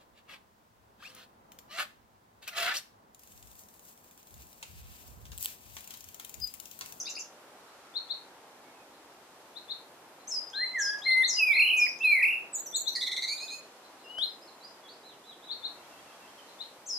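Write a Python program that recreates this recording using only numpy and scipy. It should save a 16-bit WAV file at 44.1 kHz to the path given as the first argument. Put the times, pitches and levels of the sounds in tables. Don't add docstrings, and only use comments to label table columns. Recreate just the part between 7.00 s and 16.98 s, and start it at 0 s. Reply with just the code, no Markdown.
import sys
import numpy as np
from scipy import signal
from scipy.fft import rfft, irfft, next_fast_len
from scipy.io import wavfile
from scipy.ndimage import uniform_filter1d

SR = 44100
rng = np.random.default_rng(int(sys.argv[2]) if len(sys.argv) > 2 else 0)


def transcribe(signal):
    frames = np.atleast_2d(signal).T
    limited = np.clip(frames, -1, 1)
    pcm = np.round(limited * 32767).astype(np.int16)
    wavfile.write(sys.argv[1], SR, pcm)


N = 440118
TOP_HZ = 15050


def undb(db):
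    return 10 ** (np.asarray(db) / 20)


def span(start, length):
    return np.arange(int(start * SR), int((start + length) * SR)) / SR


def curve(points):
    return np.interp(np.arange(N) / SR, *np.transpose(points))


def walk(rate_hz):
    hold = int(SR / rate_hz)
    steps = np.repeat(rng.standard_normal(N // 256)[:N // hold + 1], hold)
    return 1.3 * uniform_filter1d(uniform_filter1d(steps, hold), hold)[:N]


RASP_HZ = 400
def add_whistle(out, t, hz, db, edge_s, overtones_db=()):
    phase = 2 * np.pi * (np.cumsum(hz) / SR + rng.random())
    grain = int(SR / RASP_HZ)
    tone = np.sin(phase)
    for n, overtone_db in enumerate(overtones_db, start=2):
        noise = rng.standard_normal(SR * 6 // 10)[:len(t)]
        rasp = uniform_filter1d(.5 + np.sqrt(grain) * uniform_filter1d(noise, grain), grain // 2)
        top_fade = np.clip((TOP_HZ - n * hz) / 1500, 0, 1)
        tone += undb(overtone_db) * rasp * np.sin(n * phase) * top_fade
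    ends = np.clip(np.minimum(t - t[0], t[-1] - t) / edge_s, 0, 1)
    at = np.round(t * SR).astype(int)
    inside = (at >= 0) & (at < N)
    out[at[inside]] += (tone * undb(db) * ends)[inside]


# f/Hz, width/Hz, lift/dB
THROAT = [(3300, 250, 14), (10700, 1000, 11), (12800, 700, 8)]
WAVER_SHARE, WAVER_DB, WAVER_HZ = .006, 2.2, 70
MUSCLE_S, FULL_VOICE_DB = .005, -20
def sing(notes, events=((0, 0),), overtones_db=(), bend=None, retune=0., strain=0.):
    out, waver, flutter = np.zeros(N), walk(WAVER_HZ), walk(WAVER_HZ)
    tunings = 1 + retune * rng.standard_normal(len(events))
    for (start, gain_db), tuning in zip(events, tunings):
        for note in notes:
            times, hz, db = np.transpose(note)
            length = times[-1] - times[0]
            t = span(start + times[0], length)
            now = np.clip((t * SR).astype(int), 0, N - 1)
            swing_hz, dip_db = bend(t) if bend else (0, 0)
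            rounding = min(len(t) // 20, int(MUSCLE_S * SR)) + 1
            pitch = uniform_filter1d(np.interp(t - start, times, hz), rounding, mode="nearest")
            pitch = pitch * tuning * (1 + WAVER_SHARE * waver[now]) + swing_hz
            level_db = gain_db + dip_db + np.interp(t - start, times, db) + WAVER_DB * flutter[now]
            effort_db = strain * (level_db - FULL_VOICE_DB)
            voiced_db = []
            for n, overtone_db in enumerate(overtones_db, start=2):
                lift_db = sum(lift * np.exp(-((n * pitch - f) / width) ** 2) for f, width, lift in THROAT)
                voiced_db.append(overtone_db + effort_db + lift_db)
            add_whistle(out, t, pitch, level_db, edge_s=.002 + .015 * length, overtones_db=voiced_db)
    return out


# f/Hz, relative spectral level/dB
AIR_SPECTRUM = [(18, -44), (30, -29), (64, -21), (125, -15.5), (205, -9), (300, -4), (600, -2.5),
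                (900, -2.5), (1300, -7), (2200, -12.5), (5000, -17.5), (13500, -24.5), (15000, -33)]
# f/Hz, correlation from -1 to 1
AIR_LIKENESS = [(30, .55), (70, .93), (130, .99), (290, .992), (640, .87), (1400, .5), (3090, -.08),
                (6790, -.22), (14900, -.12)]
# t/s, gain/dB
BREEZE = [(0, 1), (1.5, 0), (3, 0), (5, 1), (7, 0), (8.4, 0), (8.9, 3), (9.4, 2), (9.98, 1)]
# t/s, gain/dB
TRAFFIC_SWELLS = [(0, 0), (3.5, 0), (4.5, 4), (6, 4), (6.6, -1), (8.2, -2), (8.8, 3), (9.4, 0), (9.98, 0)]
AIR_DB, LEAVES_FROM_HZ, RUMBLE_BELOW_HZ = -55.5, 2500, 110
def traffic_and_leaves():
    size = next_fast_len(N)
    hz = np.maximum(np.fft.rfftfreq(size, 1 / SR), 1)
    likeness, colour_db = (np.interp(np.log(hz), np.log(f), value)
                           for f, value in map(np.transpose, (AIR_LIKENESS, AIR_SPECTRUM)))
    mid, side = rfft(rng.standard_normal((2, size))) * undb(colour_db) * np.sqrt([1 + likeness, 1 - likeness])
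    pair = np.array([mid + side, mid - side])
    gust_db, rumble_db, swell_db = curve(BREEZE), curve(TRAFFIC_SWELLS), .48 * walk(.5)
    out = 0
    for centre_hz in 20 * 4 ** np.arange(6):
        share = np.cos(np.pi / 2 * np.clip(np.log2(hz / centre_hz) / 2, -1, 1)) ** 2
        band = irfft(pair * share, size)[:, :N]
        leafy = min(centre_hz / LEAVES_FROM_HZ, 1)
        deep = min(RUMBLE_BELOW_HZ / centre_hz, 1) ** 2
        out = out + band * undb(swell_db + walk(2.97) + leafy * gust_db + deep * rumble_db)
    return out * undb(AIR_DB) / np.sqrt(np.mean(irfft(mid, size) ** 2))


# t/s, level/dB
DRONE_LEVELS = [(0, -68), (.3, -72), (.7, -66), (1.1, -68), (1.5, -85)]
def drone(centre_hz=1350, width_hz=250):
    edges = [centre_hz - width_hz / 2, centre_hz + width_hz / 2]
    band = signal.butter(2, edges, "band", fs=SR, output="sos")
    hum = signal.sosfilt(band, rng.standard_normal(N))
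    return hum / hum.std() * undb(curve(DRONE_LEVELS))


# t/s into the call, f/Hz, level/dB
CHATTER_NOTES = [
    [(-.001, 4150, -1), (.003, 4800, 5), (.006, 5550, -2)],
    [(.008, 4900, -6), (.014, 5100, 0), (.024, 5200, -10)],
    [(.012, 2000, -8), (.018, 2550, -5), (.028, 2780, -4), (.036, 2800, -8)],
    [(.033, 7450, -8), (.039, 7050, -4), (.044, 6100, 3), (.05, 5150, -3), (.054, 4900, -7)],
]
# t/s, gain/dB
CHATTER_CALLS = [(-.041, -40), (.056, -39), (.153, -38.5)]
def chatter():
    return sing(CHATTER_NOTES, CHATTER_CALLS, overtones_db=[-31])


CHIRP_FROM_HZ, KINK_HZ, LEAD_IN_S = 3450, 3550, .013
def chirp(t, db, rise_s, top_hz, kink_db):
    return [(t - rise_s - LEAD_IN_S, CHIRP_FROM_HZ, db - 24),
            (t - rise_s, CHIRP_FROM_HZ + 50, db - 16), (t - .8 * rise_s, CHIRP_FROM_HZ + 150, db - 8),
            (t - .35 * rise_s, .92 * top_hz, db), (t, top_hz, db - 4),
            (t + .004, KINK_HZ, db + kink_db), (t + .009, .93 * top_hz, db + kink_db),
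            (t + .014, 1.04 * top_hz, db + kink_db - 8)]


# top of the sweep t/s, level/dB, sweep length/s, top f/Hz, relative kink level/dB
SPARROW_CHIRPS = [(0.084, -39, .03, 4200, -6), (.69, -70, .025, 4350, -6), (.977, -30.5, .027, 4400, -8),
                  (1.118, -31, .022, 4400, -4), (1.945, -68, .025, 4350, -6), (2.581, -42, .025, 4350, -6),
                  (2.717, -30.5, .024, 4400, -6), (3.209, -64, .025, 4350, -6),
                  (4.129, -29.5, .022, 4450, -6), (4.258, -24, .028, 4450, -5),
                  (5.595, -50, .025, 4350, -6), (5.765, -27.5, .026, 4350, -6),
                  (5.888, -25, .024, 4350, -6), (6.85, -62, .025, 4350, -6), (7.0, -66, .025, 4350, -6),
                  (8.527, -30.5, .032, 4500, -4), (8.662, -32, .029, 4350, -2),
                  (9.495, -63, .025, 4350, -6), (9.622, -36, .025, 4350, -6)]
# t/s, f/Hz, level/dB
SPARROW_LONG_CALL = [
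    [(7.035, 2910, -61), (7.065, 2736, -50.5), (7.12, 2924, -47), (7.165, 3000, -46), (7.18, 2990, -36.5),
     (7.215, 3430, -26.5), (7.24, 4195, -23.5), (7.25, 4230, -30)],
]
DISTANT_BELOW_DB = -55
def sparrows():
    near = sing([chirp(*row) for row in SPARROW_CHIRPS if row[1] > DISTANT_BELOW_DB])
    distant = sing([chirp(*row) for row in SPARROW_CHIRPS if row[1] <= DISTANT_BELOW_DB])
    return near + sing(SPARROW_LONG_CALL, overtones_db=[-46, -38]), distant


# t/s, length/s, start f/Hz, end f/Hz, level/dB
FAR_WHISTLES = [(1.64, .07, 2220, 2200, -64), (1.74, .1, 2600, 2460, -67), (7.26, .06, 4900, 5050, -60),
                (9.378, .024, 3320, 2980, -54), (9.61, .055, 2850, 3350, -62)]
# middle step t/s, low step length/s, low f/Hz, middle f/Hz, top f/Hz, level/dB
FAR_STAIRS = [(7.645, .02, 3920, 4960, 5720, -49), (7.9, .045, 3330, 4530, 5300, -49)]
# crest t/s, start f/Hz, crest f/Hz, end f/Hz, fall length/s, level/dB
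FAR_ARCHES = [(8.065, 3730, 4140, 2610, .085, -52), (8.27, 3300, 4070, 3070, .07, -50),
              (8.455, 3250, 3980, 3090, .065, -51)]
# t/s into the motif, f/Hz, level/dB
PAIR_NOTES = [
    [(0, 4860, -8), (.03, 5230, 0)],
    [(.065, 4550, 0), (.09, 3900, -1)],
]
SCOOP_NOTES = [
    [(0, 2850, -7), (.04, 2630, -3), (.06, 2750, -10), (.075, 3220, -2), (.095, 3320, -3)],
]
# t/s, gain/dB
PAIR_CALLS = [(7.03, -60), (7.41, -51)]
SCOOP_CALLS = [(8.76, -59), (8.905, -57), (9.05, -57), (9.205, -58)]
FAR_DB, STAIR_JUMP_S, STAIR_HOLD_S, ARCH_RISE_S = -1, .021, .024, .033
def far_birds():
    notes = [[(t - STAIR_JUMP_S - low_s, 1.03 * low, db - 8), (t - STAIR_JUMP_S, low, db - 2),
              (t, mid, db), (t + STAIR_HOLD_S, mid, db - 3),
              (t + STAIR_HOLD_S + STAIR_JUMP_S, top, db - 10)]
             for t, low_s, low, mid, top, db in FAR_STAIRS]
    arc = np.linspace(-1, 1, 9)
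    for t, start_hz, crest_hz, end_hz, fall_s, db in FAR_ARCHES:
        times = t + arc * np.where(arc < 0, ARCH_RISE_S, fall_s)
        hz = crest_hz - np.abs(arc) ** 1.6 * (crest_hz - np.where(arc < 0, start_hz, end_hz))
        notes.append(np.transpose([times, hz, db - 6 * np.abs(arc)]))
    notes += [[(t, start_hz, db), (t + length, end_hz, db)]
              for t, length, start_hz, end_hz, db in FAR_WHISTLES]
    song = sing(notes) + sing(PAIR_NOTES, PAIR_CALLS) + sing(SCOOP_NOTES, SCOOP_CALLS, retune=.01)
    return undb(FAR_DB) * song


# t/s, gain/dB
TWIG_TAPS = [(2.122, -48), (7.184, -32)]
# f/Hz, level/dB, t60/s
TWIG_MODES = [(670, -8, .04), (1500, -3, .02), (5000, -5, .012)]
def twigs():
    out, age = np.zeros(N), span(0, .1)
    ring = sum(undb(db - 60 * age / t60) * np.sin(2 * np.pi * hz * age) for hz, db, t60 in TWIG_MODES)
    crack = undb(-8 - 60 * age / .02) * uniform_filter1d(rng.standard_normal(len(age)), size=3)
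    tap = (ring + crack) * np.clip(age / .001, 0, 1)
    for t, db in TWIG_TAPS:
        out[int(t * SR):int(t * SR) + len(age)] += undb(db) * tap
    return out


# t/s into the call, f/Hz, level/dB
TIT_BLIP_AND_SLIDE = [
    [(0, 5730, -22), (.008, 6330, -5), (.019, 6380, -14)],
    [(.008, 8450, -16), (.022, 6980, -3.5), (.038, 5850, -1), (.058, 5270, 1), (.088, 5040, -1.5),
     (.125, 4955, -1)],
]
TIT_UPTURN = [
    [(0, 5000, -3), (.008, 5300, 0), (.016, 6000, -8)],
]
TIT_TICK_AND_LOW = [
    [(0, 7300, -24), (.003, 6100, -14), (.006, 4300, -20)],
    [(.031, 3090, -14), (.048, 3680, -10), (.058, 3980, -5), (.068, 4140, -2), (.101, 4175, 0.5),
     (.151, 4140, -6), (.21, 4070, -15)],
]
# t/s, gain/dB, time stretch of the slide (under 1 falls sooner)
TIT_HIGH_CALLS = [(3.272, -33.5, 1.0), (3.781, -32, .92), (4.269, -31, .82), (4.763, -33, .82),
                  (9.858, -35, .95)]
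# t/s, gain/dB
TIT_UPTURN_CALLS = [(3.9, -37), (4.388, -33), (4.882, -35)]
TIT_LOW_CALLS = [(3.498, -30), (3.985, -30), (4.483, -31.5), (4.986, -35.5)]
def tit():
    blip, slide = TIT_BLIP_AND_SLIDE
    high = 0
    for start, gain_db, stretch in TIT_HIGH_CALLS:
        paced = [(t * stretch, hz, db) for t, hz, db in slide[:-1]] + slide[-1:]
        high = high + sing([blip, paced], [(start, gain_db)], overtones_db=[-39], retune=.004)
    upturns = sing(TIT_UPTURN, TIT_UPTURN_CALLS)
    return high + upturns + sing(TIT_TICK_AND_LOW, TIT_LOW_CALLS, overtones_db=[-42], retune=.004)


# t/s, f/Hz, level/dB
FLUTE_NOTES = [
    [(3.535, 1532, -52), (3.548, 1575, -45), (3.581, 1636, -37), (3.601, 1802, -33), (3.616, 1960, -32),
     (3.64, 2060, -29), (3.648, 2130, -31)],
    [(3.73, 2040, -45), (3.754, 2076, -33), (3.784, 1792, -27), (3.804, 1641, -30), (3.86, 1625, -30),
     (3.9, 1660, -28), (3.945, 1665, -28)],
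    [(4.05, 1900, -46), (4.062, 2070, -29), (4.068, 2125, -22), (4.105, 2052, -21), (4.17, 2060, -18),
     (4.226, 2075, -21), (4.24, 1780, -30)],
    [(4.362, 2860, -44), (4.368, 2915, -38), (4.382, 2915, -36), (4.394, 2745, -27), (4.408, 2617, -22),
     (4.43, 2534, -20), (4.464, 2500, -21), (4.485, 2370, -21), (4.516, 2300, -19), (4.535, 2160, -23),
     (4.56, 2300, -22), (4.605, 2450, -20), (4.66, 2720, -22), (4.703, 2820, -23), (4.738, 2530, -24),
     (4.76, 2530, -22), (4.79, 2450, -21), (4.845, 2452, -22), (4.858, 2430, -30)],
    [(5.0, 2480, -42), (5.012, 2640, -29), (5.03, 2700, -27), (5.048, 2592, -19), (5.084, 2410, -22),
     (5.105, 2405, -21), (5.128, 2300, -19), (5.15, 2238, -20), (5.17, 2040, -25), (5.19, 2040, -24),
     (5.215, 2170, -26), (5.235, 2400, -24), (5.265, 2440, -22), (5.3, 2600, -24), (5.335, 2650, -24),
     (5.39, 2660, -36)],
]
FLUTE_OVERTONES_DB = [-38, -46, -41, -43, -50]
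# t/s into the flick, f/Hz, level/dB
FLICK_NOTE = [
    [(0, 2420, 0), (.007, 2200, -3), (.013, 1750, -12)],
]
# t/s, gain/dB
FLICK_CALLS = [(4.859, -25)]
def blackbird_flute():
    whistles = sing(FLUTE_NOTES, overtones_db=FLUTE_OVERTONES_DB, bend=warble, strain=.4)
    return whistles + sing(FLICK_NOTE, FLICK_CALLS)


# list of pitch crests t/s, first swing/Hz, last swing/Hz
WARBLES = [([4.545, 4.571, 4.597, 4.624, 4.651, 4.677, 4.703, 4.727], 215, 200),
           ([5.201, 5.227, 5.254, 5.284, 5.31, 5.332, 5.356, 5.381], 280, 90)]
WARBLE_SKEW, WARBLE_DIP_DB = .22, -6
def warble(t):
    swing_hz, dip_db = 0, 0
    for crests, first_hz, last_hz in WARBLES:
        beat = np.mean(np.diff(crests))
        count = np.interp(t, [crests[0] - beat, *crests, crests[-1] + beat], np.arange(-1, len(crests) + 1))
        fade = np.clip(2 * np.minimum(count + .5, len(crests) - .5 - count), 0, 1)
        turn = 2 * np.pi * count - np.arctan(2 * WARBLE_SKEW) / 2
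        depth_hz = np.interp(t, [crests[0], crests[-1]], [first_hz, last_hz])
        swing_hz = swing_hz + depth_hz * fade * (np.cos(turn) - WARBLE_SKEW * np.sin(2 * turn))
        dip_db = dip_db + WARBLE_DIP_DB * fade * np.clip(-np.sin(turn), 0, 1) ** 4
    return swing_hz, dip_db


# t/s into the note, f/Hz, level/dB
TWITTER_SLIDE = [
    [(0, 8050, -20), (.015, 7900, -5), (.026, 6950, 0), (.036, 6620, -1)],
]
TWITTER_DROP = [
    [(0, 6350, -5), (.008, 6050, 0), (.02, 5750, -3)],
]
def blackbird_twitter():
    slides = sing(TWITTER_SLIDE, events=[(5.527, -28), (5.739, -25)], overtones_db=[-19])
    drops = sing(TWITTER_DROP, events=[(5.658, -36), (5.876, -34)], overtones_db=[-19])
    return slides + drops


# t/s, upper length/s, upper start f/Hz, upper end f/Hz,
# upper level/dB, lower end f/Hz, lower level/dB
TRILL_NOTES = [(5.951, .025, 4550, 4500, -28, 1880, -38), (6.009, .034, 4000, 3950, -28, 1980, -39),
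               (6.063, .022, 4000, 3900, -29, 2000, -36), (6.112, .026, 3900, 3850, -31, 2020, -36),
               (6.163, .028, 3900, 3900, -30, 2060, -35), (6.22, .035, 4000, 4100, -30, 2060, -35),
               (6.277, .07, 4200, 4550, -31, 2490, -37)]
# multiple of upper, multiple of lower, relative level/dB
SUM_TONES = [(1, 1, -4), (1, 2, -17), (2, 1, -20), (2, 2, -27)]
BUZZ_HZ, BUZZ_SWING_HZ, BUZZ_FADE_S = 112, 480, .04
HOARSE_HZ, BUZZ_DIES_DB_PER_S = 80, 70
def blackbird_trill():
    out, wobble, hoarse = np.zeros(N), walk(BUZZ_HZ), walk(150)

    def two_voices(start, up_s, up_from_hz, up_to_hz, up_db, low_to_hz, low_db,
                   low_s, low_from_hz=2180, low_delay_s=0, swing_hz=BUZZ_SWING_HZ):
        t = span(start, max(up_s, low_delay_s + low_s))
        age, now = t - start, (t * SR).astype(int)
        buzz = swing_hz / BUZZ_SWING_HZ
        turn = 2 * np.pi * BUZZ_HZ * age + .9 * wobble[now]
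        upper_hz = up_to_hz + (up_from_hz - up_to_hz) * np.exp(-3 * age / up_s)
        upper_hz += swing_hz * np.exp(-age / BUZZ_FADE_S) * np.cos(turn) + HOARSE_HZ * buzz * hoarse[now]
        throb_db = 4 * buzz * np.sin(turn)
        upper_db = up_db + throb_db - BUZZ_DIES_DB_PER_S * buzz ** 2 * age
        done = np.clip((age - low_delay_s) / low_s, 0, 1)
        glide = np.exp(-3 * done) if low_to_hz < low_from_hz else 1 - done ** 1.5
        lower_hz = low_to_hz + (low_from_hz - low_to_hz) * glide
        lower_hz += .55 * swing_hz * np.exp(-2.2 * age / BUZZ_FADE_S) * np.cos(turn)
        lower_db = low_db - 8 * np.exp(-3 * done)
        up, low = age < up_s, (age >= low_delay_s) & (age < low_delay_s + low_s)
        add_whistle(out, t[up], upper_hz[up], upper_db[up], edge_s=.003, overtones_db=[-23, -32])
        add_whistle(out, t[low], lower_hz[low], lower_db[low], edge_s=.008,
                    overtones_db=[-9, -22, -26, -30])
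        both = up & low
        mix_db = (up_db + low_db) / 2 - 8 * buzz
        for m, n, db in SUM_TONES:
            add_whistle(out, t[both], (m * upper_hz + n * lower_hz)[both], mix_db + db, edge_s=.006)

    for start, up_s, *voices in TRILL_NOTES:
        two_voices(start, up_s, *voices, low_s=max(up_s, .039))
    for start in (6.375, 6.478):
        two_voices(start, up_s=.075, up_from_hz=3700, up_to_hz=4300, up_db=-40, low_to_hz=2580,
                   low_db=-41, low_s=.06, low_from_hz=2410, low_delay_s=.022, swing_hz=220)
    return out


NEAR_ECHO_S, WALL_ECHO_S, WALL_ABOVE_HZ = .013, .049, 5500
SCATTER_LIKENESS, LEAF_TILT = .12, .5
def yard(sound, pan_db, lag_s, foliage_db, t60, near_db, wall_db):
    age = span(0, .6)

    def echo(shape, db):
        noise = rng.standard_normal((3, len(age)))
        paths = np.sqrt(SCATTER_LIKENESS) * noise[0] + np.sqrt(1 - SCATTER_LIKENESS) * noise[1:]
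        return undb(db) * paths * shape / np.sqrt(np.sum(shape ** 2))

    foliage = echo(undb(-60 * age / t60) * np.clip(age / .004, 0, 1), foliage_db)
    near_wall = echo(np.exp(-np.abs(age - NEAR_ECHO_S) / .0004), near_db)
    far_wall = echo(np.exp(-np.abs(age - WALL_ECHO_S) / .0004), wall_db)
    treble_only = signal.butter(2, WALL_ABOVE_HZ, "high", fs=SR, output="sos")
    sides_db = np.array([[pan_db], [-pan_db]]) / 2
    response = (foliage + near_wall + signal.sosfilt(treble_only, far_wall)) * undb(.32 * sides_db)
    response = signal.lfilter([1, -LEAF_TILT], [.6], response)
    taps = np.arange(32) - 8
    response[:, :len(taps)] += undb(sides_db) * np.sinc([taps - lag_s * SR, taps])
    return signal.fftconvolve(sound[None], response, axes=1)[:, :N]


# left minus right/dB, left lag/s, foliage level/dB,
# foliage t60/s, near wall level/dB, far wall level/dB (echo levels before filtering)
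NEIGHBOUR_AT = (1.0, 0.0000, 1.5, .25, -10, -24)
SPARROW_AT = (8.0, 0.00005, -2.5, .3, -12, -20)
BEHIND_TREES_AT = (2.0, 0.0000, 9, .3, -4, -8)
FAR_AT = (-3.0, 0.0000, 0, .4, -10, -14)
TIT_AT = (4.0, 0.00001, -1.5, .33, -16, -18)
BLACKBIRD_AT = (-1.5, 0.0000, -3.5, .38, -13, -8)
def scene():
    near_sparrow, distant_sparrow = sparrows()
    blackbird = blackbird_twitter() + blackbird_flute() + blackbird_trill()
    return (yard(blackbird, *BLACKBIRD_AT) + yard(tit(), *TIT_AT)
            + yard(near_sparrow, *SPARROW_AT) + yard(distant_sparrow, *BEHIND_TREES_AT)
            + yard(chatter(), *NEIGHBOUR_AT) + yard(far_birds() + twigs() + drone(), *FAR_AT)
            + traffic_and_leaves())


def record(dry):
    return signal.sosfilt(signal.ellip(10, .2, 70, TOP_HZ, fs=SR, output="sos"), dry)


dry = scene()
out = record(dry)
transcribe(out)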